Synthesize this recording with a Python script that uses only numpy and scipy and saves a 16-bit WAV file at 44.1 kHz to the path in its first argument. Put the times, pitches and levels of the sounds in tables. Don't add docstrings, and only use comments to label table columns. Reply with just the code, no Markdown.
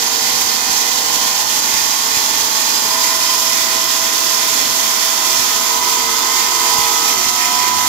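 import sys
import numpy as np
from scipy import signal
from scipy.fft import rfft, irfft, next_fast_len
from scipy.io import wavfile
from scipy.ndimage import map_coordinates

SR = 44100
rng = np.random.default_rng(int(sys.argv[2]) if len(sys.argv) > 2 else 0)


def master_out(mix):
    frames = np.transpose(np.atleast_2d(mix))
    ceiling = np.clip(frames, -1, 1)
    pcm = np.round(ceiling * 32767).astype(np.int16)
    wavfile.write(sys.argv[1], SR, pcm)


N = 347508
NOMINAL_RPS = 41.2
TOP_MULTIPLE = 185

# (frequency [Hz], relative density [dB])
RIM_SPECTRUM = [(1290, -25.5), (2200, -16), (2450, -7.5), (2810, -6.5), (3050, -2.5), (3370, -3),
                (3740, -4), (4830, -1), (5740, -1.5), (6210, 0), (7250, -2.5), (8600, -17), (11200, -46),
                (18900, -120)]
def grinding(turns, level_db=-20.5):
    return amp(level_db) * coloured(grit(turns, repeat=0.27, life_turns=28), RIM_SPECTRUM)


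def grit(turns, repeat, life_turns, points=1024):
    survival = np.exp(-1 / life_turns)
    laps = rng.standard_normal((2, int(turns[-1]) + 2, points))
    laps[:, 0] /= np.sqrt(1 - survival ** 2)
    rim = signal.lfilter([1], [1, -survival], laps, axis=1).reshape(2, -1)
    repeating = unit(np.array([map_coordinates(side, [turns * points]) for side in rim]))
    return np.sqrt(repeat) * repeating + np.sqrt(1 - repeat) * rng.standard_normal((2, N))


# (time [s], length [s], gain [dB])
FEED_EVENTS = [(.11, .04, -1), (.15, .04, 0.5), (0.195, .05, -2.5), (0.608, 0.049, -3), (1.453, 0.04, -3.5),
               (2.695, 0.11, 1.2), (2.97, .04, -1.3), (3.05, .08, 1.3), (5.286, 0.11, 1.5),
               (5.8, 0.045, -1.5), (6.14, 0.032, -3), (6.39, .15, 0.2), (7.096, .06, 1.3),
               (7.23, .06, -0.2), (7.595, .06, -1), (7.73, .06, -1.7)]
def feed(turns, belt_db=0.06, belt_lap_turns=6.2, chatter_db=0.2, surge_db=0.5, crumble_db=0.72):
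    t = np.arange(N) / SR
    hand = sum(db * np.exp(-(2 * (t - at) / length) ** 2) for at, length, db in FEED_EVENTS)
    belt = belt_db * np.sin(2 * np.pi * (turns / belt_lap_turns + rng.random()))
    chatter = chatter_db * np.cos(2 * np.pi * turns)
    tile = surge_db * wobble(15) + crumble_db * wobble(70)
    return amp(hand + belt + chatter + tile)


# (start [s], stop [s], multiple of speed, level [dB], left-right [dB])
BLADE_NOTES = [(0, 5.5, 11, -45, -2), (0, 1.6, 12, -45.5, -20), (0, 2.7, 16, -46, -11),
               (0, 1.4, 19, -35, 0), (0, 2.73, 25, -41.5, -9), (0, 2.9, 50, -41.5, -9),
               (0, 1.4, 75, -38, -6), (0, 2.85, 81, -42, -2), (0, 1.55, 104, -35, -10),
               (0, 1, 121, -42, -12), (0, 3.3, 119, -45, -12), (0, 3.5, 122, -31.5, -1),
               (0, 2.8, 155, -42, -12), (.1, 1.84, 149, -37, -19), (1, 1.53, 21, -33.5, -8),
               (1.4, 2.95, 100, -39, -7), (1.55, 3.1, 21, -35, -2), (1.5, 2.34, 19, -41, 2),
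               (1.6, 2.9, 27, -37.5, 6), (2.85, 3.25, 24, -35, 11), (2.85, 5.5, 25, -32, -6),
               (2.9, 5.5, 16, -37.5, -2), (2.9, 6.9, 84, -38.5, -6), (3.1, 6.6, 21, -46, 6),
               (3.1, 5.5, 111, -41, -17), (3.15, 5.6, 130, -45, -15), (3.25, 5.6, 24, -38.5, 13),
               (3.3, 7.88, 27, -44, -4), (5.2, 7.2, 9, -46.5, -2), (5.25, 7.88, 74, -38.5, 10),
               (5.5, 5.85, 16, -36, 4), (5.5, 6.85, 25, -31, 8), (5.5, 6.9, 115, -39, -14),
               (5.55, 6.6, 11, -39, -2), (6.6, 7.15, 11, -35.5, -2), (5.6, 6.7, 24, -36.5, 10),
               (5.6, 6.8, 50, -39, 16), (5.85, 7.26, 16, -41, 5), (6.68, 7.1, 20, -33, -3),
               (6.85, 8.9, 25, -38, -7), (6.9, 6.2, 145, -32, -15), (7.1, 7.6, 122, -37, -14),
               (7.2, 7.88, 17, -35, -6)]
def singing(turns, trim_db=-0.5):
    out = np.zeros((2, N))
    for start, stop, multiple, db, pan_db in BLADE_NOTES:
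        flutter_db = np.interp(multiple, [0, TOP_MULTIPLE], [1.66, 3.3])
        span, sound = note(turns, start, stop, multiple, db + trim_db, pan_db, flutter_db, fade_s=0.2)
        out[:, span] += sound
    return out


def note(turns, start, stop, multiple, db, pan_db, flutter_db, fade_s):
    span, envelope = swell(start, stop, fade_s)
    level = amp(db + flutter_db * wobble(14, len(envelope)))
    return span, envelope * level * tone(turns[span], multiple, multiple * NOMINAL_RPS, pan_db)


# (frequency [Hz], relative density [dB])
SPRAY_SPECTRUM = [(4820, -17), (8200, -3), (8620, -2.5), (13300, 1), (15100, -1.5), (16000, -16.5)]
# (time [s], relative level [dB])
SPRAY_LEVEL = [(0.0, -27), (5.42, -25.5), (6.47, -27), (6.67, -25.5), (7.73, -27.5), (7.88, -24.5)]
def spray(turns, level_db=-25.5):
    flow_db = curve(SPRAY_LEVEL)
    mist = coloured(grit(turns, repeat=0.086, life_turns=12), SPRAY_SPECTRUM)
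    return amp(level_db + flow_db - flow_db.mean()) * mist


# (frequency [Hz], relative density [dB])
DISC_SPECTRUM = [(1200, -32.5), (1680, -18), (1830, -0.5), (1920, -9.5), (2015, 1), (2140, -3), (2240, -6),
                 (2500, -4), (3200, -35)]
def rubbing(turns, rps, level_db=-33, db_per_rps=2, wander_db=2.2):
    db = level_db + db_per_rps * (rps - NOMINAL_RPS) + wander_db * wobble(12)
    return amp(db) * coloured(grit(turns, repeat=0.36, life_turns=29), DISC_SPECTRUM)


# (frequency [Hz], relative density [dB])
GUARD_SPECTRUM = [(400, -58), (610, -24), (670, -8.5), (730, -12), (810, -5), (930, -3), (1020, -4.5),
                  (1130, -5.5), (1300, -14), (1470, -9), (1650, -11.5), (2300, -43)]
# (time [s], level [dB])
GUARD_LEVEL = [(0, -35.5), (.9, -36), (1.2, -36.5), (2.6, -35), (3.05, -36), (3.3, -36.5), (4.8, -35.5),
               (5.75, -34.5), (7, -33), (7.25, -36), (7.88, -33)]
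def guard(turns, trim_db=4, runout_db=1.5):
    pulse = unit(amp(runout_db * np.cos(2 * np.pi * turns)))
    boom = coloured(grit(turns, repeat=0.35, life_turns=83), GUARD_SPECTRUM)
    return amp(curve(GUARD_LEVEL) + trim_db) * pulse * boom


# (start [s], stop [s], frequency [Hz], width [Hz], level [dB])
SCREECHES = [(0, .55, 4960, 120.6, -32), (.75, 1.4, 4250, 70, -37), (1, 1.45, 1015, 110, -32),
             (1.601, 2.65, 4930, 80.5, -35), (1.998, 3, 4240, 121, -36), (2.602, 3.1, 4950, 100, -29),
             (2.902, 3.197, 1016, 129.6, -30), (3.7, 5.305, 3410, 110, -41.5), (3.899, 5.5, 6270, 171, -34),
             (4.2, 5.6, 5400, 110.8, -34.5), (5.104, 6.2, 1271, 69.9, -38), (4.901, 6.699, 904, 139.6, -37),
             (5.2, 6.3, 3480, 201, -36), (5.7, 7.1, 2020, 59.9, -38), (6.65, 7.05, 3420, 119, -31),
             (6.95, 7.35, 6150, 170, -30), (7.002, 7.3, 5560, 397, -29)]
def screeching():
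    out = np.zeros((2, N))
    for start, stop, hz, width_hz, db in SCREECHES:
        span, envelope = swell(start, stop, fade_s=0.2)
        count = len(envelope)
        roughness = wobble(width_hz, count) + 1j * wobble(width_hz, count)
        ring = roughness * np.exp(2j * np.pi * hz * np.arange(count) / SR)
        lead = np.array([[np.exp(1j * at_hz(PHASE_LEAD, hz))], [1]])
        out[:, span] += envelope * amp(db) * pan(at_hz(BALANCE, hz)) * np.real(lead * ring)
    return out


# (heavy [rev/s], medium [rev/s], light [rev/s])
LOAD_RPS = [40.75, 41.2, 41.9]
# (multiple of speed, heavy [dB], medium [dB], light [dB], left-right [dB])
MOTOR_TONES = [(8.82, -55.2, -51.1, -44.1, -6.3), (18.63, -55.8, -47.1, -42.9, -1.4),
               (24.47, -45, -38.5, -41.5, -1.3), (25.55, -42.0, -39.9, -48.2, 0.2),
               (28.45, -46.0, -42.4, -36.5, -3.3), (30.45, -44.5, -39, -32.3, 2.5),
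               (33.36, -45.2, -37.6, -44.7, 2.2), (35.39, -37.3, -35.3, -35.3, 1.5),
               (43.2, -43, -45.7, -48.4, -9.1), (45.13, -42.7, -45.5, -47.1, -6.0),
               (48.13, -46.9, -41.4, -38.4, 2.0), (48.7, -46.1, -38.2, -45.2, 5.0)]
def motor(turns, rps, flutter_db=1.2):
    out = np.zeros((2, N))
    for multiple, *load_db, pan_db in MOTOR_TONES:
        level = amp(np.interp(rps, LOAD_RPS, load_db) + flutter_db * wobble(7))
        out += level * tone(turns, multiple, multiple * NOMINAL_RPS, pan_db)
    return out


def whine(turns, rps, loaded_db=-37.5, free_db=-28.5, db_per_rps=9,
          beat_db=4.1, beat_s=0.92, crest_s=6.75):
    free = np.interp(rps, [41.45, 41.7], [0, 1])
    beat = beat_db * np.cos(2 * np.pi * (np.arange(N) / SR - crest_s) / beat_s)
    running_db = free_db + db_per_rps * (rps - LOAD_RPS[2]) + beat
    db = (1 - free) * loaded_db + free * running_db + 0.1 * wobble(11)
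    return amp(db) * tone(turns, multiple=23.55, hz=990, pan_db=-10 * free)


# (start [s], stop [s], overtone base level [dB])
CUT_STAGES = [(0, 1.5, -41.5), (1.55, 2.8, -44.5), (3, 5.55, -40.5), (5.55, 7.1, -43), (7.1, 11, -43)]
def overtones(turns, count=16, lowest_multiple=72, scatter_db=0.6):
    out = np.zeros((2, N))
    vacant = np.setdiff1d(np.arange(lowest_multiple, TOP_MULTIPLE), [row[2] for row in BLADE_NOTES])
    for start, stop, stage_db in CUT_STAGES:
        for group in np.array_split(vacant, count):
            multiple = rng.choice(group)
            hz = multiple * NOMINAL_RPS
            db = stage_db + at_hz(RIM_SPECTRUM, hz) + rng.normal(0, scatter_db)
            pan_db = at_hz(BALANCE, hz) - 2
            span, sound = note(turns, start, stop, multiple, db, pan_db, flutter_db=4, fade_s=0.28)
            out[:, span] += sound
    return out


# (time [s], level [dB])
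KNOCK_EVENTS = [(0.339, -32), (0.451, -33), (0.691, -28), (1.74, -30), (2.17, -28), (2.39, -31),
                (5.39, -27), (6.779, -19.5), (7.16, -28), (7.26, -27)]
# (frequency [Hz], relative level [dB], T60 [s])
CARRIAGE_MODES = [(44, -19, .16), (66, -3, .14), (94, -6.5, 0.14), (128, 2, 0.13), (174, 2, 0.043),
                  (242, 3, 0.095), (334, -6, .06)]
def knocks(trim_db=-9, attack_s=0.001, scatter_db=2.2, pan_db=-7):
    out = np.zeros(N + SR)
    t = np.arange(SR // 3) / SR
    attack = 1 - np.exp(-t / attack_s)
    for at, db in KNOCK_EVENTS:
        ring = np.zeros(len(t))
        for hz, mode_db, t60 in CARRIAGE_MODES:
            decay = amp(mode_db + rng.normal(0, scatter_db) - 60 * t / t60)
            ring += decay * np.sin(2 * np.pi * (hz * t + rng.random()))
        out[round(at * SR):][:len(t)] += amp(db + trim_db) * attack * ring
    return out[:N] * pan(pan_db)


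# (frequency [Hz], relative density [dB])
FRAME_SPECTRUM = [(18, -65), (32, -40), (60, -20), (97, -6), (150, -11.5), (200, -3.5), (245, 1.5),
                  (300, -1.5), (345, -3), (420, -2), (520, -6), (600, -7), (700, -3.5), (1000, -53)]
def frame(turns, rps, level_db=-37, db_per_rps=0.2, shake_db=1):
    db = level_db + db_per_rps * (rps - NOMINAL_RPS) + shake_db * wobble(5)
    return amp(db) * coloured(grit(turns, repeat=0.21, life_turns=98), FRAME_SPECTRUM)


def hum(start_s=7.55, hz=100, level_db=-49):
    out = np.zeros((2, N))
    span, envelope = swell(start_s, N / SR, fade_s=0.17)
    cycles = hz * np.arange(len(envelope)) / SR
    out[:, span] = amp(level_db) * envelope * tone(cycles, 1, hz, pan_db=-7)
    return out


# (frequency [Hz], T60 [s])
WALL_DECAY = [(200, 0.41), (2000, 0.31), (12000, 0.05)]
def walls(x):
    hz, t, spectra = signal.stft(rng.standard_normal((2, SR // 2)), SR, nperseg=256)
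    decay = amp(-60 * t / at_hz(WALL_DECAY, hz)[:, None])
    tail = signal.istft(spectra * decay, SR, nperseg=256)[1]
    return signal.fftconvolve(x, tail / np.linalg.norm(tail[0]), axes=1)[:, :N]


# (centre [Hz], width [Hz], gain [dB])
HISS_RIPPLE = [(2460, 110, 1.5), (2750, 60, 0), (3650, 81, -1.5), (4420, 52, -0.5), (4970, 170, 0.5),
               (7080, 690, 1), (8030, 130, 3), (8240, 160, -3), (8700, 170, -4), (9080, 170, 0.5),
               (9260, 110, -1.5)]
# (frequency [Hz], left-right [dB])
BALANCE = [(60, -5.5), (500, -6), (700, -3.5), (1000, -4), (2000, -3), (2500, -4.5), (3600, -4.5),
           (4300, -9), (5200, -13), (6500, -11), (7300, -6.5), (8000, -1.5), (10000, -1.5), (13300, -5.5),
           (15000, -2.5)]
# (frequency [Hz], left-right correlation)
CORRELATION = [(60, 0.32), (250, 0.92), (520, 0.4), (680, 0.34), (900, 0.44), (1050, -0.33), (1200, -0.12),
               (1290, 0.1), (1430, 0.3), (1800, 0.00026), (2450, 0.41), (2800, 0.023), (4200, 0.06),
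               (5100, -0.16), (6800, -0.26), (8000, 0.05), (15000, 0)]
def coloured(pair, spectrum):
    size = next_fast_len(N, real=True)
    hz = np.fft.rfftfreq(size, 1 / SR)
    alike = np.clip(at_hz(CORRELATION, hz), -0.9, 0.9)
    sides = pan(at_hz(BALANCE, hz))
    ripple_db = sum(db * np.exp(-((hz - centre) / width) ** 2) for centre, width, db in HISS_RIPPLE)
    colour = amp(at_hz(spectrum, hz) + ripple_db) / np.sqrt((sides ** 2).sum(0) + 2 * alike)
    common, opposed = rfft(pair, size) * colour * np.sqrt([1 + alike, 1 - alike])
    out = irfft(sides * [common + opposed, common - opposed], size)[:, :N]
    return out / out.mean(0).std()


# (frequency [Hz], left lead [rad])
PHASE_LEAD = [(370, -.5), (460, .5), (490, -1.3), (660, -.3), (720, 0), (780, 1.1), (990, .9), (1030, -.4),
              (1200, 2.4), (1265, 0), (1400, -2.5), (1480, -2.2), (1760, -.2), (2100, .3), (3050, 1.6),
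              (3460, -.3), (4570, .2), (4960, 1.8), (6100, 2.2)]
def tone(turns, multiple, hz, pan_db):
    phase = 2 * np.pi * (multiple * turns + rng.random())
    return np.sqrt(2) * pan(pan_db) * np.sin([phase + at_hz(PHASE_LEAD, hz), phase])


def swell(start, stop, fade_s):
    half = fade_s / 2
    first = start if start > half else -fade_s
    last = stop if stop < N / SR - half else N / SR + fade_s
    span = slice(max(int((first - half) * SR), 0), min(int((last + half) * SR), N))
    t = np.arange(span.start, span.stop) / SR
    ramp = np.clip(np.minimum(t - first, last - t) / fade_s + 0.5, 0, 1)
    return span, np.sin(np.pi / 2 * ramp)


def wobble(rate_hz, count=N):
    coarse = np.linspace(0, count, int(8 * rate_hz * count / SR) + 2)
    knots = rng.standard_normal(int(count * rate_hz / SR) + 4)
    return np.interp(np.arange(count), coarse, map_coordinates(knots, [coarse * rate_hz / SR]))


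def curve(points):
    return np.interp(np.arange(N) / SR, *np.transpose(points))


def at_hz(points, hz):
    freqs, values = np.transpose(points)
    return np.interp(np.log1p(hz), np.log1p(freqs), values)


def pan(db):
    return np.vstack([amp(db / 2), amp(-db / 2)])


def amp(db):
    return 10 ** (db / 20)


def unit(x):
    return x / np.sqrt(np.mean(x ** 2) + 1e-20)


# (time [s], speed [rev/s])
BLADE_SPEED = [(0, 40.72), (1.2, 40.86), (1.7, 40.69), (2.1, 40.72), (2.5, 40.63), (2.8, 40.82),
               (3.02, 41.16), (3.5, 41.14), (4.05, 41.23), (4.5, 41.1), (4.8, 41.22), (5, 41.15),
               (5.4, 41.35), (5.8, 41.76), (6.3, 41.82), (7, 41.94), (7.2, 42.1), (7.88, 42.25)]
def scene(room_db=-12, jitter_rps=0.01547):
    rps = curve(BLADE_SPEED)
    turns = np.cumsum(rps + jitter_rps * wobble(8)) / SR
    cut = feed(turns) * (grinding(turns) + spray(turns) + rubbing(turns, rps))
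    body = cut + guard(turns) + knocks() + frame(turns, rps) + hum()
    tones = singing(turns) + screeching() + motor(turns, rps) + whine(turns, rps) + overtones(turns)
    return body + tones + amp(room_db) * walls(body)


def record(dry, cutoff_hz=15750):
    size = next_fast_len(N + SR // 4)
    passband = np.fft.rfftfreq(size, 1 / SR) < cutoff_hz
    return irfft(rfft(dry, size) * passband, size)[:, :N]


dry = scene()
out = record(dry)
master_out(out)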